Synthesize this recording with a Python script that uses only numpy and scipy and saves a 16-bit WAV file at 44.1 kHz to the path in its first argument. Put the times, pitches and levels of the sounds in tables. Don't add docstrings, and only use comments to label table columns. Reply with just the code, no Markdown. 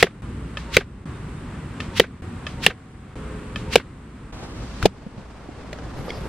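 import sys
import numpy as np
from scipy import signal
from scipy.fft import rfft, irfft, next_fast_len
from scipy.io import wavfile
from scipy.ndimage import uniform_filter1d

SR = 44100
rng = np.random.default_rng(int(sys.argv[2]) if len(sys.argv) > 2 else 0)


def generate_wav(signal):
    frames = np.transpose(np.atleast_2d(signal))
    scaled = np.clip(frames, -1, 1) * 32767
    pcm = np.round(scaled).astype(np.int16)
    wavfile.write(sys.argv[1], SR, pcm)


def rack_gain(trim_db):
    fader = np.asarray(trim_db, float)
    return 10 ** (fader / 20)


N = 276948
T = np.arange(SR // 4) / SR

# (start [s], traffic [dB], leaves [dB], gain recovery [dB/s])
CUTS = [
    (-1, 0, 0, 1),
    (.221, 0, -1, 1),
    (1.056, 0, 0, 1),
    (2.221, -1, 0, 4),
    (3.156, 0, 1, 3),
    (4.324, -2, -2, 6),
]
# (frequency [Hz], density [dB/Hz])
TRAFFIC_SPECTRUM = [(15, -45), (28, -8), (45, -1), (82, -1), (130, -1), (249, -5), (677, -24), (1130, -20),
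                    (2500, -30), (6210, -47), (8140, -42), (9570, -52), (11000, -57), (16000, -66)]
# (frequency [Hz], density [dB/Hz])
CRICKET_SPECTRUM = [(25, -54), (59, -35), (249, 1), (863, -7), (1130, -2), (2500, -10), (5140, -18),
                    (7300, -18), (7800, -7), (8500, -7), (9000, -15), (13600, -23), (16000, -30)]
# (start [s], end [s], frequency [Hz], level [dB])
ENGINES = [(.221, 1.056, 59, -38), (2.221, 3.156, 750, -56.5), (2.221, 2.7, 82, -43),
           (3.156, 3.76, 425, -46), (3.156, 3.76, 515, -49), (3.156, 6.28, 59, -42)]
# (time [s], frequency [Hz], glide [Hz/s], level [dB])
CHIRPS = [
    (1.145, 3650, 3000, -60),
    (1.38, 3680, -300, -59),
]
# (frequency [Hz], density [dB/Hz])
HISS_SPECTRUM = [(500, -30), (1200, -6), (2500, 0), (4000, -4), (6000, -12), (9000, -21), (15000, -30)]
# (frequency [Hz], density [dB/Hz])
SIDE_SPECTRUM = [(500, -26), (1200, -8), (3000, 0), (5000, -1), (9000, -9), (13000, -13), (16000, -22)]
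# (frequency [Hz], density [dB/Hz])
CLOTH_SPECTRUM = [(60, 7), (200, -5), (400, 3), (700, 0), (1400, -7), (3000, -17), (5000, -21),
                  (9000, -32), (12000, -36), (15000, -46)]
# (time [s], level [dB])
RUSTLE = [(4.32, -80), (4.327, -43), (4.8, -44), (4.84, -33), (4.91, -42), (5.3, -40.5), (5.75, -38),
          (6.28, -38)]
# (time [s], swell [dB])
SWIPES = [(4.45, 4), (5.2, 3)]
# (time [s], level [dB])
SLIDE = [(4.55, -62), (4.63, -54), (4.8, -51), (4.86, -42), (4.9, -62)]
# (time [s], level [dB])
DRY_GRASS = [(5.85, -78), (6.0, -67), (6.28, -66)]
# (frequency [Hz], bandwidth [Hz], level [dB])
STRAP_BANDS = [(420, 300, 0), (2150, 900, -9), (3300, 700, -10), (4900, 900, -5)]
# (time [s], half length [s], level [dB], squeak [dB])
SLIPS = [
    (6.1, .011, -32, -4),
    (6.15, .04, -48, 3),
]
# (time [s], level [dB], frequency [Hz])
GRAB = [(4.821, -24, 1500), (4.827, -5, 1400), (4.833, -13, 110), (4.842, -21, 330), (4.852, -22, 800),
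        (4.8552, 5, 420), (4.8577, 4, 700), (4.86, -11, 190)]
# (time [s], level [dB], frequency [Hz])
STEPS = [(5.065, -16, 200), (5.18, -19, 210), (5.488, -20, 300), (5.645, -26, 250), (5.787, -24, 540),
         (5.995, -22, 140), (6.081, -18, 500), (6.255, -22, 370)]
# (time [s], level [dB], frequency [Hz])
SNAPS = [(5.729, -22, 600), (5.7295, -18, 1900), (5.73, -20, 3300), (5.787, -27, 1500)]
# (time [s], level [dB], frequency [Hz])
TICKS = [(6.104, -21, 2150), (6.1045, -26, 3350)]
RELEASES = [.571, 1.8025, 2.467, 3.559]
# (frequency [Hz], level [dB], t60 [s])
BOW_MODES = [(600, -5, .03), (1240, -4, .04), (1760, -1, .04), (2580, -1, .03), (3130, 2, .02),
             (4950, -12, .02)]
# (time [s], crack [Hz], thud [dB], shaft [Hz], upper block mode [dB])
IMPACTS = [
    (.027, 2150, -2, 1900, -3),
    (.7677, 2300, -5, 1550, -12),
    (1.998, 3200, 0, 1900, -5),
    (2.664, 2750, -11, 1800, -11),
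    (3.7566, 2900, 4, 2450, -3),
]
# (frequency [Hz], density [dB/Hz])
TEAR_SPECTRUM = [(100, -6), (220, -4), (700, -3), (1050, -9), (1900, 1), (3300, -3), (4500, -10),
                 (5500, -20), (9000, -32), (16000, -44)]
# (frequency [Hz], centre [dB/bin], difference [dB/bin])
FAINT = [(6000, -100, -120), (7000, -89, -115), (8500, -91, -110), (9300, -85, -105), (10000, -86, -102),
         (12000, -84, -99), (15000, -82, -92), (16000, -77, -78), (16700, -55, -50)]


def colour(x, table):
    hz, db = np.transpose(table)
    f = np.arange(len(x) // 2 + 1) * SR / len(x) + 1
    return irfft(rfft(x) * rack_gain(np.interp(np.log(f), np.log(hz), db)), len(x))


def noise(table, n=N):
    x = colour(rng.standard_normal(next_fast_len(n)), table)[:n]
    return x / np.std(x)


def band(hz, width_hz, n=N):
    edges_hz = [hz - width_hz / 2, hz + width_hz / 2]
    sos = signal.butter(2, edges_hz, "band", fs=SR, output="sos")
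    x = signal.sosfilt(sos, rng.standard_normal(n))
    return x / np.std(x)


def walk(rate_hz):
    k = int(SR / rate_hz)
    held = np.repeat(rng.standard_normal(N // k + 1), k)
    x = uniform_filter1d(uniform_filter1d(held, k), k)[:N]
    return x / np.std(x)


def fade(t60, rise=.0002):
    return (1 - np.exp(-T / rise)) * np.exp(-T * np.log(1000) / t60)


def ring(hz, t60, rise=.0002):
    return np.sin(2 * np.pi * hz * T) * fade(t60, rise)


def bump(s, half_s):
    return np.exp(-((np.arange(N) / SR - s) / half_s) ** 2)


def curve(table):
    s, db = np.transpose(table)
    return rack_gain(np.interp(np.arange(N) / SR, s, db, left=-120, right=-120))


def add(out, s, mid, side=0):
    i = int(s * SR)
    a, b = max(i, 0), min(i + len(mid), N)
    out[:, a:b] += np.array([mid + side, mid - side])[:, a - i:b - i]


def scene_levels_db():
    starts, low_db, high_db, _ = np.transpose(CUTS)
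    part = np.searchsorted(starts, np.arange(N) / SR) - 1
    return low_db[part], high_db[part]


def traffic(out):
    low_db, high_db = scene_levels_db()
    both = rack_gain(-33) * noise(TRAFFIC_SPECTRUM)
    low = signal.sosfiltfilt(signal.butter(2, 450, fs=SR, output="sos"), both)
    rumble = low * rack_gain(low_db + 1.5 * walk(9))
    leaves = (both - low) * rack_gain(high_db + .8 * walk(12))
    add(out, 0, rumble + leaves)


def engines(out):
    t = np.arange(N) / SR
    for start, end, hz, db in ENGINES:
        gain = (t > start) * (t < end) * rack_gain(db + 3 + 2.5 * walk(12))
        waver_s = np.cumsum(.004 * walk(8)) / SR
        add(out, 0, gain * np.sin(2 * np.pi * hz * (t + waver_s)))


def crickets(out):
    _, high_db = scene_levels_db()
    side = rack_gain(-50) * noise(CRICKET_SPECTRUM) * rack_gain(high_db)
    add(out, 0, np.zeros(N), side)


def bird(out):
    for s, hz, glide_hz, db in CHIRPS:
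        t = np.arange(N) / SR - s
        add(out, 0, rack_gain(db) * bump(s, .022) * np.sin(2 * np.pi * (hz + glide_hz * t / 2) * t))


def cloth(out):
    swipes_db = sum(db * bump(s, .04) for s, db in SWIPES)
    grains = curve(RUSTLE) * rack_gain(1.3 * walk(120) + .8 * walk(12) + swipes_db)
    brush = rack_gain(np.where(np.arange(N) < 4.86 * SR, -8, -17))
    side = grains * (rack_gain(-9) * noise(CLOTH_SPECTRUM) + brush * noise(SIDE_SPECTRUM))
    add(out, 0, grains * noise(CLOTH_SPECTRUM), side)
    slide = curve(SLIDE)
    add(out, 0, slide * band(3600, 4000), rack_gain(-3) * slide * band(3600, 4000))
    add(out, 0, curve(DRY_GRASS) * rack_gain(3 * walk(25)) * band(11300, 1600))


def strap(out):
    for s, half_s, db, squeak_db in SLIPS:
        slip = rack_gain(db + 3 * walk(400)) * bump(s, half_s)
        bands = 0
        for hz, width_hz, band_db in STRAP_BANDS:
            bands = bands + rack_gain(band_db + squeak_db * (hz > 4000)) * band(hz, width_hz)
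        add(out, 0, slip * bands, rack_gain(-12) * slip * noise(HISS_SPECTRUM))


def knock(out, rows, cycles, scratch_db, scratch_t60, overtone=0):
    for s, db, hz in rows:
        scratch = rack_gain(db + scratch_db) * fade(scratch_t60)
        body = ring(hz, cycles / hz, rise=.0005) + overtone * ring(2.4 * hz, .035, rise=.001)
        body = rack_gain(db) * body
        spread = rack_gain(-7 if hz < 350 else -17) * np.roll(body, 60)
        side = spread + rack_gain(-4) * scratch * noise(SIDE_SPECTRUM, len(T))
        add(out, s, body + scratch * noise(HISS_SPECTRUM, len(T)), side)


def handling(out):
    knock(out, GRAB, cycles=10, scratch_db=-18, scratch_t60=.03)
    knock(out, STEPS, cycles=11, scratch_db=-33, scratch_t60=.04, overtone=rack_gain(-9))
    knock(out, SNAPS, cycles=25, scratch_db=-11, scratch_t60=.02)
    knock(out, TICKS, cycles=60, scratch_db=-12, scratch_t60=.015)


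def bow(out):
    limbs_db, buzz_db = -13, -39
    for s in RELEASES:
        limbs = 0
        for hz, db, t60 in BOW_MODES:
            limbs = limbs + rack_gain(db) * ring(hz * (1 + .01 * rng.standard_normal()), t60)
        slap = rack_gain(-7 + 3 * walk(500)[:len(T)]) * band(2700, 2000, len(T)) * fade(.035)
        buzz = rack_gain(buzz_db) * fade(.3, rise=.015)
        mid = rack_gain(limbs_db - 10) * (limbs + slap) + buzz * noise(HISS_SPECTRUM, len(T))
        side = rack_gain(-4) * buzz + rack_gain(limbs_db - 24) * fade(.04)
        add(out, s, mid, side * noise(SIDE_SPECTRUM, len(T)))


def flight(out):
    vanes_db, whistle_db = -26, -42
    ahead = T[-1] - T
    near = 1 / (1 + ((ahead - .02) / .012) ** 2) ** 1.3 + .25 * np.exp(-ahead / .02)
    hiss = rack_gain(vanes_db) * near
    whistle = rack_gain(whistle_db) * np.exp(-((ahead - .06) / .03) ** 2)
    glide = T - .35 * (ahead - .06) ** 2
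    tones = np.sin(2 * np.pi * 920 * glide) + .7 * np.sin(2 * np.pi * 548 * glide)
    for s, *_ in IMPACTS:
        mid = hiss * noise(HISS_SPECTRUM, len(T)) + whistle * tones
        add(out, s - T[-1], mid, rack_gain(-5) * hiss * noise(SIDE_SPECTRUM, len(T)))


def echo(out, s, thud_db):
    bands = 1.0 * band(1700, 1300, len(T)) + .6 * band(520, 250, len(T))
    sound = bands * fade(.05, rise=.004) + 1.5 * ring(1550, .025, rise=.003)
    add(out, s + .039, rack_gain(-20 - .4 * thud_db) * sound)


def target(out):
    crack_level_db, tear_db, shaft_db = 7, -9, -4
    braking = 1 / (1 + (T / .0062) ** 12)
    for arrows, (s, crack_hz, thud_db, shaft_hz, upper_db) in enumerate(IMPACTS):
        thud_hz = 485 - 2.5 * thud_db
        snap = rack_gain(-8) * noise(SIDE_SPECTRUM, len(T)) * fade(.005)
        crack = rack_gain(crack_level_db) * (ring(crack_hz, .009, rise=.0001) + snap)
        ragged = rack_gain(4 * walk(250)[:len(T)])
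        tear = rack_gain(tear_db) * noise(TEAR_SPECTRUM, len(T)) * (braking + rack_gain(-12) * ragged * fade(.14))
        thud = rack_gain(thud_db) * ring(thud_hz, .06, rise=.0005) * (.25 + braking)
        thud = thud + rack_gain(-17) * ring(170, .12, rise=.003)
        upper = rack_gain(upper_db) * ring(680, .04, rise=.0005) * (.2 + braking)
        shaft = rack_gain(shaft_db) * ring(shaft_hz, .04, rise=.001) * (.1 + braking)
        scatter = rack_gain(tear_db - 17) * fade(.13)
        late = rack_gain(-4) * fade(.1) * noise(SIDE_SPECTRUM, len(T))
        returned = scatter * (noise(HISS_SPECTRUM, len(T)) + late)
        side = noise(SIDE_SPECTRUM, len(T)) * (rack_gain(tear_db - 8) * fade(.018) + scatter)
        side = side + rack_gain(-15) * np.roll(thud, 30)
        add(out, s, crack + tear + thud + upper + shaft + returned, side)
        bounce = rack_gain(crack_level_db - 11) * ring(.9 * crack_hz, .009, rise=.0004)
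        add(out, s + .0045, bounce)
        rock_db, rock_s = -3 - 2.4 * arrows, .014 + .0013 * arrows
        add(out, s + rock_s, rack_gain(rock_db) * ring(.8 * thud_hz, .035, rise=.002))
        echo(out, s, thud_db)


def scene():
    out = np.zeros((2, N))
    for source in (traffic, engines, crickets, bird, cloth, strap, handling, bow, flight, target):
        source(out)
    return out


def drop_faint(x, gain_db, column):
    f, s, z = signal.stft(x, SR, nperseg=1024)
    patch = np.abs(z[:512].reshape(64, 8, -1)).mean(axis=1)
    table = np.transpose(FAINT)
    limit_db = np.interp(f[4:512:8], table[0], table[column], left=-200)[:, None]
    limit_db = limit_db + np.interp(s * SR, np.arange(N), gain_db)
    limit_db = limit_db + 1.5 * rng.standard_normal(limit_db.shape)
    z[:512] *= np.repeat(patch > rack_gain(limit_db), 8, axis=0)
    return signal.istft(z, SR, nperseg=1024)[1][:N]


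def recorder_gain_db():
    duck_db, duck_s = -8.5, .03
    t, db = np.arange(N) / SR, np.zeros(N)
    ends = [cut[0] for cut in CUTS[1:]] + [N / SR]
    blows = [hit[0] for hit in IMPACTS] + [4.857]
    for blow, end, (start, *_, climb) in zip(blows, ends, CUTS):
        since = np.clip(t - blow, 0, None) * (t < end)
        db += np.minimum(duck_db + climb * since, 2) * (1 - np.exp(-since / duck_s))
        db -= 12 * np.exp(-((t - start + .005) / .003) ** 2)
    return db


def band_limit(x):
    return signal.sosfilt(signal.butter(12, 16670, fs=SR, output="sos"), x)


def record(dry):
    db = recorder_gain_db()
    left, right = np.clip(dry * rack_gain(db), -.98, .98)
    mid = drop_faint((left + right) / 2, db, column=1)
    side = drop_faint((left - right) / 2, db, column=2)
    return band_limit(np.array([mid + side, mid - side]))


dry = scene()
out = record(dry)
generate_wav(out)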